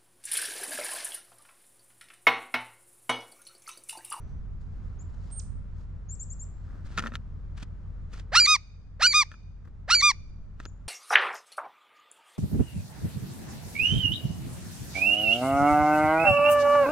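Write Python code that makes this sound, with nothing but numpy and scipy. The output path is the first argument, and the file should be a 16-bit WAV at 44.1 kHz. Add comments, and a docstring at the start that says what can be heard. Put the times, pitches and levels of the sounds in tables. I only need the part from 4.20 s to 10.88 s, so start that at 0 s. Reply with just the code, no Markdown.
"""Soft woodland air, puffs of wind and a far idling engine open the scene; thin chirps follow from the trees.
A jay lands on a seed tray, flicks its wings and gives three loud calls: rasping rise, whistle, arched jeer.
Its voice is a sum of harmonics coloured by the throat, shaken and mixed with hiss where it is rough.
The tray is a set of decaying modes; wings, leaves and wind are shaped noise; the engine is a row of orders.
Scattered echoes answer the birds, and a gain control ducks under the loud sound."""
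import sys
import numpy as np
from scipy import signal
from scipy.fft import rfft, irfft
from scipy.io import wavfile
from scipy.ndimage import uniform_filter1d

SR = 44100
rng = np.random.default_rng(int(sys.argv[2]) if len(sys.argv) > 2 else 0)


def generate_wav(signal):
    """Clip the signal to [-1, 1] and save it as 16-bit WAV at the path in sys.argv[1]."""
    frames = np.transpose(np.atleast_2d(signal))
    scaled = np.clip(frames, -1, 1) * 32767
    pcm = np.round(scaled).astype(np.int16)
    wavfile.write(sys.argv[1], SR, pcm)


N = 294588
TIME = np.arange(N) / SR
FREQS = np.fft.rfftfreq(N, 1 / SR)

# Rasping rise that opens each call. Each row: start in s, length in s, top pitch in Hz, full level in dB.
RISES = [(4.12, .079, 1485, -10.5), (4.797, 0.071, 1520, -8.5), (5.679, .069, 1491, -11)]
# Whistle in the middle of each call. Each row: start in s, length in s, pitch in Hz,
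# sag as a share of the pitch, level in dB, opening accent in dB.
WHISTLES = [(4.197, 0.069, 2390, .02, -12, 3), (4.865, .070, 2385, .04, -18.5, 10),
            (5.745, .073, 2356, 0.055, -18.5, 7.5)]
# Arched jeer that ends each call. Each row: start in s, length in s, top pitch in Hz,
# sag as a share of the pitch, level in dB, fade over the note in dB.
JEERS = [(4.267, .100, 1250, -.005, -12, -3), (4.936, 0.1, 1250, 0.031, -9.5, 2.5),
         (5.82, 0.1, 1218, .015, -12, -0.5)]
# Throat and beak resonance in each note. Each row: frequency in Hz, relative level in dB.
RISE_COLOUR = [(500, -7.5), (1000, -6.5), (1450, -2.5), (1850, 7), (2300, -9), (2900, -3.5), (3400, -12),
               (4200, 0), (5800, -7), (7100, -18), (8600, -22.5), (10200, -32), (11200, -46),
               (15000, -52.5)]
WHISTLE_COLOUR = [(1800, -5.5), (2400, -9.5), (4100, -2.5), (4750, 2), (6000, -8.5), (7100, -12),
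                  (9400, -30.5), (11800, -44.5), (15000, -56.5)]
JEER_COLOUR = [(850, -9), (1220, -1.5), (1900, -4), (2420, 2), (3100, -22), (3700, -3.5), (4900, -1.5),
               (6100, -4.5), (7300, -18), (8600, -20), (9800, -32), (11000, -38), (12300, -36.5),
               (15000, -53.5)]
# Turbulence in the throat. Each row: frequency in Hz, relative level in dB.
RASP_COLOUR = [(500, -25.5), (1500, -5), (3000, -14), (4400, 9), (5800, 1), (8500, -5), (10500, -25.5),
               (15000, -31)]
# Left-over-right level of the jay's position. Each row: frequency in Hz, difference in dB.
JAY_BALANCE = [(700, -2), (2400, 0), (4400, -3), (6000, 0.5), (7400, -2), (9000, -4.5), (15000, -7.5)]
# Lag of the left ear behind the right. Each row: frequency in Hz, phase in radians.
JAY_LAG = [(300, 0.94), (1200, 0.42), (2400, .62), (4600, 0.97), (6000, 1.4), (7200, 1.5), (8700, 0.85),
           (15000, 1.3)]

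# Claws on the tray. Each row: time in s, relative level in dB,
# brightness (tilt of the modes in dB per decade, and gain of the crunch in dB).
CLAW_TAPS = [(2.7757, -21, 5.5), (2.7785, -17, 1.5), (2.7848, -17.5, 2), (2.7935, -20.5, 3.5),
             (2.803, -29, -3), (2.824, -34.5, 7), (2.8384, -24.5, -14.5), (2.8609, -22, -12.5),
             (2.8702, -23.5, 4), (2.92, -30.5, -18), (2.9382, -33.5, -8.5), (2.9543, -27, 9.5),
             (4.217, -24, 4), (4.223, -27, 3.5), (5.116, -29.5, -1), (5.141, -35, -11), (5.764, -29.5, 6),
             (6.401, -34, 7), (6.454, -32.5, 10.5)]
# Modes of the tray. Each row: frequency in Hz, relative level in dB, 60 dB decay time in s.
TRAY_MODES = [(230, -19.5, 0.32), (610, -12, .03), (930, -14, 0.025), (1360, 5, 0.02), (1790, -1, 0.028),
              (2180, -6, 0.0081), (2630, -1.5, .012), (2890, -8.5, 0.0088), (3600, -4, .01),
              (3750, -15, .01), (5750, -9, .006), (6450, -9.5, 0.0057)]
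# Crunch of seed, then flexing of the tray. Each row: frequency in Hz, relative level in dB.
CRUNCH_COLOUR = [(200, -4.5), (700, -9.5), (1400, -1), (2800, 6.5), (6500, -3.5), (9000, -17.5),
                 (15000, -32)]
THUD_COLOUR = [(120, -12), (250, 0), (600, -2.5), (1200, -6), (2000, -25), (15000, -65.5)]
# Wing strokes of the landing. Each row: middle in s, half length in s,
# level of swept air in dB, level of feather friction in dB.
WINGBEATS = [(2.55, 0.073, -57, -67.5), (2.667, .012, -54.5, -50), (2.733, 0.028, -56.5, -50.5),
             (2.79, 0.01, -38.5, -31.5), (2.845, .034, -44, -47), (2.949, 0.011, -51, -45.5)]
# The perched jay flicks its wings open and shut. Each row: start in s, time open in s,
# opening level in dB, shutting level in dB, level of swept air in dB.
FLICKS = [(3.38, .05, -44.5, -39.5, -64), (3.939, .06, -40.5, -46, -62.5), (5.116, .025, -52, -51.5, -57),
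          (5.455, 0.024, -61, -58.5, -50.5), (6.404, .053, -45.5, -49, -43)]
# Feather friction, then swept air. Each row: frequency in Hz, relative level in dB.
FEATHER_COLOUR = [(150, 16), (600, -11), (1400, 2.5), (2200, -4), (3500, -5.5), (7000, -11.5),
                  (10000, -24.5), (15000, -45)]
WING_COLOUR = [(100, -21.5), (230, 10.5), (400, -5.5), (600, -13), (950, -13), (1350, -1.5), (1750, -6.5),
               (2200, -26.5), (5000, -45), (15000, -41)]

# Small birds, and a distant bird's thin note. Each row: start in s, length in s, top pitch in Hz,
# level in dB, left-over-right level in dB.
TSIPS = [(.788, 0.046, 7450, -58, 4), (1.888, .071, 7690, -44.5, 4.5), (1.994, 0.049, 7680, -41, 4.5),
         (2.098, 0.045, 7650, -44.5, 4.5), (2.192, 0.053, 7700, -44.5, 3.5), (6.447, 0.058, 7260, -58, 9)]
SEETS = [(1.112, .095, 8860, -49.5, -5.5)]
FAR_WHISTLES = [(0.0025, .19, 5940, -79, -3)]
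# Their contours. Each row: share of the length, share of the top pitch, relative level in dB.
TSIP_SHAPE = [(0, .83, -16), (.15, .89, -1), (.47, .955, 0), (.78, 1, 0), (.87, .92, -9), (.94, .75, -17),
              (1, .6, -28)]
SEET_SHAPE = [(0, .94, -10), (.16, .98, 6), (.45, .965, -2), (.72, 1, 9.5), (0.851, .94, 9.5),
              (.92, 0.61, 5.5), (1, 0.14, -24)]
FAR_SHAPE = [(0, 1, 0), (.4, 1, -2), (1, .995, -8)]

# Distant leaves stir. Each row: middle in s, half length in s, level in dB.
LEAVES = [(.1, 0.027, -72), (.42, .012, -67), (.65, .2, -73.5), (.9, .007, -67), (.945, 0.0046, -64),
          (1.1, 0.097, -62.5), (1.6, 0.033, -65.5), (2.52, 0.12, -71.5)]
# Spectrum of the leaves. Each row: frequency in Hz, relative level in dB.
LEAF_COLOUR = [(1000, 9.5), (2500, -8), (4500, -1.5), (7000, -6.5), (10000, -19.5), (15000, -34)]
# Idling engine. Each row: multiple of the cycle rate, relative level in dB.
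ENGINE_ORDERS = [(8, 0), (10, -13), (13, -11), (14, -10), (15, -8), (16, -7), (17, -14), (18, -16),
                 (20, -16), (22, -16), (25, -17), (26, -16), (29, -18), (34, -21)]
# Air of the woods. Each row: frequency in Hz, relative level in dB.
WOODS_COLOUR = [(12, 4), (40, 3.5), (90, -14.5), (130, -18.5), (200, -10), (310, -20.5), (500, -24),
                (780, -29.5), (1300, -28.5), (2000, -38), (3000, -45.5), (7000, -53), (9000, -61.5),
                (11000, -75.5), (15000, -69.5)]
# Breeze in the woods. Each row: time in s, relative level in dB.
BREEZE = [(0.0, -65.5), (0.41, -70), (0.64, -66), (2.0, -69.5), (2.25, -68.5)]
# Puffs of wind on the microphone. Each row: middle in s, half length in s, relative level in dB.
PUFFS = [(.15, 0.15, -41), (.8, 0.4, -45), (1.33, 0.075, -38.5), (2.8, 0.06, -49.5)]
# Spectrum of the puffs. Each row: frequency in Hz, relative level in dB.
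PUFF_COLOUR = [(12, -5.5), (30, -3), (70, -2.5), (120, -13), (250, -25.5), (600, -62), (15000, -100)]

CROAK_FROM_HZ, CROAK_TO_HZ = 490, 944   # the rise starts as a low croak
UPPER_S = 0.046   # then flips to the upper register for this long
CLIMB_SHARE, CLIMB_S = .22, .017   # landing this far under its top pitch and closing in on it
SWELL_DB, SWELL_PAST_FLIP_S = 20, 0.0059   # the voice swells until just after the flip
PUSH_DB = 9   # and gains this much besides over the whole note
ACCENT_AT_S, ACCENT_WIDTH_S = 0.006, .012
JEER_SCOOP, JEER_SCOOP_S = .12, .009   # the jeer scoops up from this share below its pitch
JEER_DROP, JEER_DROP_S = .31, .011   # and falls away as the bird lets go
FULL_VOICE_DB = -11   # level from which the jay's voice is brightest
THROAT_SPREAD = 0.95   # the throat smears each pulse in time (radians)
CALM_FRAY = 0.0026   # phase wander of the second harmonic in the clear voice, steeper above (radians)
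CUTOFF_HZ = 15700
CONTACT_S = .00015   # a claw needs this long to set the tray ringing
SEEDS_PER_TAP, SEED_DELAY_S, SEED_LOSS_DB = 2, .005, 11.5   # mean gap and loss from each seed to the next
THUD_LAG_S = 0.0046   # lag of the bending waves at 1 kHz; the lower, the slower
FLICK_HALF_S, SLIDE_DB = .005, -7.5   # snaps are short; the feathers slide more softly in between
NEAR_SIDE_DB, FAR_SIDE_DB = -10, -6   # opposed part of the stereo noise, near and far
CYCLE_HZ = 5.665   # mean engine cycle rate
ENGINE_SPREAD = .3   # phase offset at each ear (radians)
LIMIT_DB, LIMIT_SENSE_S, LIMIT_ATTACK_S, RECOVER_DB_PER_S = -18, 0.026, .006, 4.5   # gain control


def jay():
    """Register breaks: three kinds of note follow one another and overlap briefly at each break."""
    rise = jay_note([rise_contour(*row) for row in RISES], RISE_COLOUR,
                    jitter=0.012, flutter=0.27, flutter_hz=272.7, fray=0.65,
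                    hiss_db=-16, calm_hiss_db=-31.5, half_db=-8.0, dulling=1.0)
    # the whistle holds its pitch fairly well even where it is rough
    whistle = jay_note([whistle_contour(*row) for row in WHISTLES], WHISTLE_COLOUR,
                       jitter=.035, flutter=.4, flutter_hz=436.6, fray=0.53,
                       hiss_db=-6, calm_hiss_db=-32.5, half_db=-23.5, dulling=.2)
    jeer = jay_note([jeer_contour(*row) for row in JEERS], JEER_COLOUR,
                    jitter=0.041, flutter=.25, flutter_hz=378, fray=0.69,
                    hiss_db=-7.5, calm_hiss_db=-47, half_db=-20.0, dulling=.9)
    return rise + whistle + jeer


def rise_contour(start, length, top_hz, level_db):
    """Register flip: a croak climbs, jumps up with a burst of rasp, then clears; rows of (s, Hz, dB, rasp)."""
    t = TIME[TIME < length]
    flip = length - UPPER_S
    croak = CROAK_FROM_HZ + (CROAK_TO_HZ - CROAK_FROM_HZ) * t / flip
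    upper = top_hz * (1 - CLIMB_SHARE * np.exp(-(t - flip) / CLIMB_S))
    hz = np.where(t < flip, croak, upper)
    breaking = np.exp(-(length - t) / .004)
    swell_db = SWELL_DB * np.maximum(1 - t / (flip + SWELL_PAST_FLIP_S), 0)
    db = level_db - swell_db - PUSH_DB * (1 - t / length) - 4.5 * breaking
    burst = .5 * bump(t - flip, middle_s=0.011, width_s=0.0096)
    rasp = np.where(t < flip, .22, .09) + burst + 0.19 * breaking
    return np.column_stack([start + t, hz, db, rasp])


def whistle_contour(start, length, pitch_hz, sag, level_db, accent_db):
    """Unstable oscillation at the breaks: the voice starts accented and rough, sags, then collapses."""
    t = TIME[TIME < length]
    breaking, collapse = np.exp(-t / .0035), np.exp(-(length - t) / 0.0067)
    hz = pitch_hz * (1 - sag * t / length) * (1 - .2 * collapse + .025 * breaking)
    accent = accent_db * bump(t, ACCENT_AT_S, ACCENT_WIDTH_S)
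    db = level_db + accent - 6 * breaking - 2.5 * collapse
    rasp = 0.037 + 0.33 * np.exp(-t / .011) + .7 * collapse
    return np.column_stack([start + t, hz, db, rasp])


def jeer_contour(start, length, top_hz, sag, level_db, fade_db):
    """Pitch and level arch together; the oscillation is clean except as it catches and lets go."""
    t = TIME[TIME < length]
    attack, release = np.exp(-t / 0.0056), np.exp(-(length - t) / 0.0086)
    scoop = JEER_SCOOP * np.exp(-t / JEER_SCOOP_S)
    drop = JEER_DROP * np.exp(-(length - t) / JEER_DROP_S)
    hz = top_hz * (1 - sag * t / length - scoop - drop)
    db = level_db - fade_db * t / length - 17 * attack - 20.5 * release
    rasp = .012 + .3 * attack + .17 * release
    return np.column_stack([start + t, hz, db, rasp])


def jay_note(contours, colour, jitter, flutter, flutter_hz, fray, hiss_db, calm_hiss_db, half_db, dulling):
    """Source and filter: the throat weights the syrinx's harmonics; rasp shakes their pitch and strength."""
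    out = np.zeros(N)
    shake, throb, hiss = wobble(500), wobble(flutter_hz), noise(RASP_COLOUR)
    k = np.arange(1, 17)[:, None]   # harmonic numbers
    for contour in contours:
        start, end = contour[:, 0].min(), contour[:, 0].max()
        near = (TIME > start - .01) & (TIME < end + .01)
        t = TIME[near]
        hz, level_db, rasp = [rounded(c, span_s=0.0019) for c in columns_at(contour, t)]
        phase = 2 * np.pi * np.cumsum(hz * (1 + jitter * rasp * shake[near])) / SR
        # the upper harmonics sink when the bird eases off
        ease_db = np.minimum(level_db - FULL_VOICE_DB, 0)
        gains = from_db(at_hz(colour, k * hz) + dulling * ease_db * np.log10(k)) * (k * hz < CUTOFF_HZ)
        # no two cycles are alike: the low harmonics hold, the high ones fray
        lowpass = signal.butter(2, 400, fs=SR, output="sos")
        chance = signal.sosfilt(lowpass, rng.standard_normal((len(k), len(t))))
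        slip = (fray * rasp + CALM_FRAY * (k - 1)) * (k - 1) * rms_one(chance)
        partials = np.sin(k * phase + THROAT_SPREAD * k ** 2 + slip)
        tone = np.sum(gains * partials, axis=0) / np.sqrt(np.sum(gains ** 2, axis=0) / 2)
        # strong and weak cycles alternate in the rasp, adding a line between the first two harmonics
        tone = tone + from_db(half_db) * rasp * np.sin(1.5 * phase)
        # the two sides of the syrinx beat against each other where the voice is rough
        beat = np.sin(2 * np.pi * flutter_hz * t) + .5 * throb[near]
        hiss_gain = from_db(hiss_db) * rasp + from_db(calm_hiss_db)
        air = hiss_gain * hiss[near] * (1 + np.sin(phase) / 2)   # each cycle pulses the breath
        envelope = from_db(level_db) * gate(t, start, end, fade_s=0.0081)
        out[near] += (tone + air) * (1 + flutter * rasp * beat) * envelope
    return out


def on_feeder(x):
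    """Interaural differences: level and phase against frequency place the jay a little to the right."""
    late = np.exp(-.5j * at_hz(JAY_LAG, FREQS) * np.array([[1], [-1]]))
    return irfft(rfft(x) * pan(at_hz(JAY_BALANCE, FREQS)) * late, N)


def touches():
    """Secondary impacts: every claw tap knocks seeds loose, which drop back soon after, ever more softly."""
    delays = SEED_DELAY_S * np.cumsum(rng.uniform(.5, 1.5, (len(CLAW_TAPS), SEEDS_PER_TAP)), axis=1)
    seeds = []
    for (s, level_db, bright_db), row in zip(CLAW_TAPS, delays):
        for k, delay in enumerate(row):
            seeds.append((s + delay, level_db - SEED_LOSS_DB * (k + 1), bright_db))
    return CLAW_TAPS + seeds


def tray(ring_db, crack_db, crack_s, detune):
    """Modal ringing: each touch excites the modes a little differently, under a short crunch."""
    out, clicks, t = np.zeros(N), np.zeros(N), TIME[:SR // 8]
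    hz, mode_db, t60 = np.transpose(TRAY_MODES)[:, :, None]
    signs = (-1) ** np.arange(len(TRAY_MODES))[:, None]
    hits = touches()
    chances = rng.standard_normal((len(hits), 2, len(TRAY_MODES), 1))
    for (s, level_db, bright_db), (strength, shift) in zip(hits, chances):
        at = round(s * SR)
        tilt_db = bright_db * np.log10(hz / 1400)
        gains = from_db(level_db + mode_db + ring_db + tilt_db + 2 * strength)
        decay = from_db(-60 * t / t60)
        rings = signs * gains * np.sin(2 * np.pi * hz * (1 + detune * shift) * t) * decay
        out[at:at + len(t)] += (rings.sum(axis=0) * (1 - np.exp(-t / CONTACT_S)))[:N - at]
        clicks[at] = from_db(level_db + bright_db + crack_db)
    crunch = signal.lfilter([1], [1, -np.exp(-1 / (crack_s * SR))], clicks + 1e-18)
    return out + lagged(crunch, CONTACT_S) * wide_noise(CRUNCH_COLOUR, side_db=NEAR_SIDE_DB)


def thuds(thud_db):
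    """Dispersion of bending waves: the low part of each tap arrives last, so the thud falls in pitch."""
    pushes = np.zeros(N)
    for s, level_db, _ in CLAW_TAPS:
        pushes[round(s * SR)] = from_db(level_db + thud_db)
    slow = np.exp(-4j * np.pi * THUD_LAG_S * np.sqrt(1000 * FREQS))
    return irfft(rfft(pushes) * from_db(at_hz(THUD_COLOUR, FREQS)) * slow, N)


def wings():
    """Friction and flow noise: in strokes and flicks, feathers rub and air is swept aside."""
    friction = [(s, half, db) for s, half, _, db in WINGBEATS]
    swept = [(s, half, db) for s, half, db, _ in WINGBEATS]
    for s, length, open_db, shut_db, air_db in FLICKS:
        friction.append((s, FLICK_HALF_S, open_db))
        friction.append((s + length / 2, length / 2, open_db + SLIDE_DB))
        friction.append((s + length, FLICK_HALF_S, shut_db))
        swept += [(s, FLICK_HALF_S, air_db), (s + length, FLICK_HALF_S, air_db)]
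    feathers = rustle(friction, FEATHER_COLOUR, grain_db=3.0, side_db=NEAR_SIDE_DB)
    return feathers + rustle(swept, WING_COLOUR, grain_db=5.5, side_db=NEAR_SIDE_DB)


def chirps(events, shape):
    """Frequency modulation: near-pure whistles whose pitch and level follow a contour."""
    out, waver = np.zeros((2, N)), 1 + 0.0051 * wobble(250)
    for start, length, top_hz, level_db, balance_db in events:
        near = (TIME > start - .005) & (TIME < start + length + .005)
        t = TIME[near]
        pitch, shape_db = columns_at(shape, (t - start) / length)
        hz = top_hz * rounded(pitch, span_s=0.001) * waver[near]
        tone = np.sqrt(2) * np.sin(2 * np.pi * np.cumsum(hz) / SR)
        envelope = from_db(level_db + shape_db) * gate(t, start, start + length, fade_s=0.00091)
        out[:, near] += pan(balance_db) * tone * envelope
    return out


def scattered_echo(x, t60, wet_db, build_s, thin_hz, dull_hz):
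    """Diffuse scattering: obstacles return the sound as a thin decaying tail, different at each ear."""
    t = TIME[:2 * SR]
    scatter = rng.standard_normal((2, len(t))) * from_db(3.8 * rng.standard_normal(len(t)))
    tail = scatter * from_db(-60 * t / t60) * (1 - np.exp(-t / build_s))
    tail /= np.sqrt(np.sum(tail ** 2, axis=1, keepdims=True))
    echo = signal.fftconvolve(x * np.ones((2, 1)), tail, axes=1)[:, :N]
    thinning = FREQS / np.hypot(FREQS, thin_hz)
    dulling = np.sqrt(1 + (FREQS / dull_hz) ** 4)
    return from_db(wet_db) * irfft(rfft(echo) * thinning / dulling, N)


def rustle(strokes, colour, grain_db, side_db):
    """Noise of many small contacts: bell-shaped swells add in power over a grainy noise."""
    power = sum(from_db(2 * db) * bump(TIME, s, half) for s, half, db in strokes)
    grain = rms_one(from_db(grain_db * wobble(420)))
    return np.sqrt(power) * grain * wide_noise(colour, side_db)


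def engine(throb_s):
    """Engine orders: eight firings a cycle; uneven cylinders add other orders that swell once a cycle."""
    cycles = np.cumsum(CYCLE_HZ * (1 + .004 * wobble(1))) / SR - throb_s * CYCLE_HZ
    multiples, level_db = np.transpose(ENGINE_ORDERS)
    offsets = rng.normal(0, .17, len(multiples))
    # each order reaches the two ears by paths of its own
    paths = ENGINE_SPREAD * rng.choice([-1, 1], len(multiples))
    orders = np.zeros((2, N))
    for k, db, offset, path in zip(multiples, level_db, offsets, paths):
        orders += from_db(db) * np.sin(2 * np.pi * (k * cycles + offset) + path * np.array([[1], [-1]]))
    return rms_one(orders * from_db(.8 * wobble(6)))


def background(engine_db, rumble_db, gust_db, air_db, split_hz):
    """Broadband ambience: engine and rumble under the rush of the woods; wind leans to the right."""
    breeze_db, = columns_at(BREEZE, TIME)
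    woods = rfft(wide_noise(WOODS_COLOUR, side_db=FAR_SIDE_DB))
    low_share = 1 / (1 + (FREQS / split_hz) ** 4)
    rumble, air = irfft(woods * low_share, N), irfft(woods * (1 - low_share), N)
    idling = from_db(engine_db) * engine(throb_s=0.12)
    buffeted = from_db(rumble_db + gust_db * wobble(1.3)) * rumble   # light air buffets in lumps
    wind = pan(-7.5) * rustle(PUFFS, PUFF_COLOUR, grain_db=0, side_db=-6)
    return pan(0.8) * (idling + buffeted + from_db(breeze_db + air_db) * rms_one(air)) + wind


def gain_control(x):
    """Level-dependent gain: it ducks under loud sound and creeps back."""
    level_db = 10 * np.log10(lagged(np.mean(x ** 2, axis=0), LIMIT_SENSE_S) + 1e-12)
    recovery = RECOVER_DB_PER_S * TIME
    cut_db = np.maximum.accumulate(np.maximum(level_db - LIMIT_DB, 0) + recovery) - recovery
    return x * from_db(-lagged(cut_db, LIMIT_ATTACK_S))


def from_db(db):
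    """Decibels to amplitude gain."""
    return 10 ** (np.asarray(db) / 20)


def rms_one(x):
    """Scale to unit rms."""
    return x / np.sqrt(np.mean(x ** 2) + 1e-20)


def columns_at(rows, t):
    """Columns of a curve, joined by straight lines."""
    s, *columns = np.transpose(rows)
    return [np.interp(t, np.sort(s), c) for c in columns]


def at_hz(points, hz):
    """Read a spectrum on a log-frequency axis."""
    f, value = np.transpose(points)
    return np.interp(np.log(np.maximum(hz, 1)), np.log(f), value)


def wobble(rate_hz):
    """Low-passed chance: a smooth random curve of unit rms."""
    return rms_one(irfft(rfft(rng.standard_normal(N)) / (1 + (FREQS / rate_hz) ** 4), N))


def noise(colour):
    """Filtered white noise: coloured, of unit rms."""
    return rms_one(irfft(rfft(rng.standard_normal(N)) * from_db(at_hz(colour, FREQS)), N))


def wide_noise(colour, side_db):
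    """Partial correlation between the ears: a shared noise plus a weaker opposed one."""
    return noise(colour) + from_db(side_db) * noise(colour) * [[1], [-1]]


def pan(balance_db):
    """Left and right gains that differ by the balance."""
    return from_db(np.array([[1], [-1]]) * balance_db / 2)


def gate(t, start, end, fade_s):
    """Open between start and end, with soft edges."""
    return np.sin(np.pi / 2 * np.clip(np.minimum(t - start, end - t) / fade_s + .5, 0, 1)) ** 2


def rounded(curve, span_s):
    """Muscular inertia: corners of a contour are rounded by averaging twice."""
    size = max(int(span_s * SR), 1)
    return uniform_filter1d(uniform_filter1d(curve, size), size)


def bump(t, middle_s, width_s):
    """A bell-shaped swell of height 1."""
    return np.exp(-np.minimum(((t - middle_s) / width_s) ** 2, 50))


def lagged(x, lag_s):
    """First-order relaxation: follow a control with a one-pole lag."""
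    r = np.exp(-1 / (lag_s * SR))
    return signal.lfilter([1 - r], [1, -r], x)


def scene():
    """Superposition: the jay close by, small birds and the engine far off."""
    calls = jay()
    small_birds = chirps(TSIPS, TSIP_SHAPE) + chirps(SEETS, SEET_SHAPE) + chirps(FAR_WHISTLES, FAR_SHAPE)
    landing = tray(ring_db=-9, crack_db=-11.0, crack_s=0.00088, detune=0.033) + thuds(thud_db=9.5)
    movement = pan(2.0) * on_feeder(landing + wings())
    leaves = rustle(LEAVES, LEAF_COLOUR, grain_db=3.5, side_db=FAR_SIDE_DB)
    # trunks return both the calls and the chirps
    echoes = scattered_echo(calls, t60=0.77, wet_db=-34.0, build_s=.012, thin_hz=2200, dull_hz=7000)
    echoes += scattered_echo(small_birds, t60=0.39, wet_db=-9.0, build_s=0.0016, thin_hz=500, dull_hz=10400)
    # the feeder and the ground answer first
    nearby = scattered_echo(calls, t60=0.11, wet_db=-22.5, build_s=0.0029, thin_hz=900, dull_hz=12000)
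    far = background(engine_db=-39, rumble_db=-48.5, gust_db=3, air_db=6.0, split_hz=230)
    return on_feeder(calls) + small_birds + movement + leaves + echoes + nearby + far


def record(dry):
    """Band limiting: after the gain control and a short fade-in, the top is cut steeply."""
    opened = gain_control(dry) * gate(TIME, .002, np.inf, fade_s=.004)
    return signal.sosfilt(signal.ellip(10, .1, 80, CUTOFF_HZ, fs=SR, output="sos"), opened)


dry = scene()
out = record(dry)
generate_wav(out)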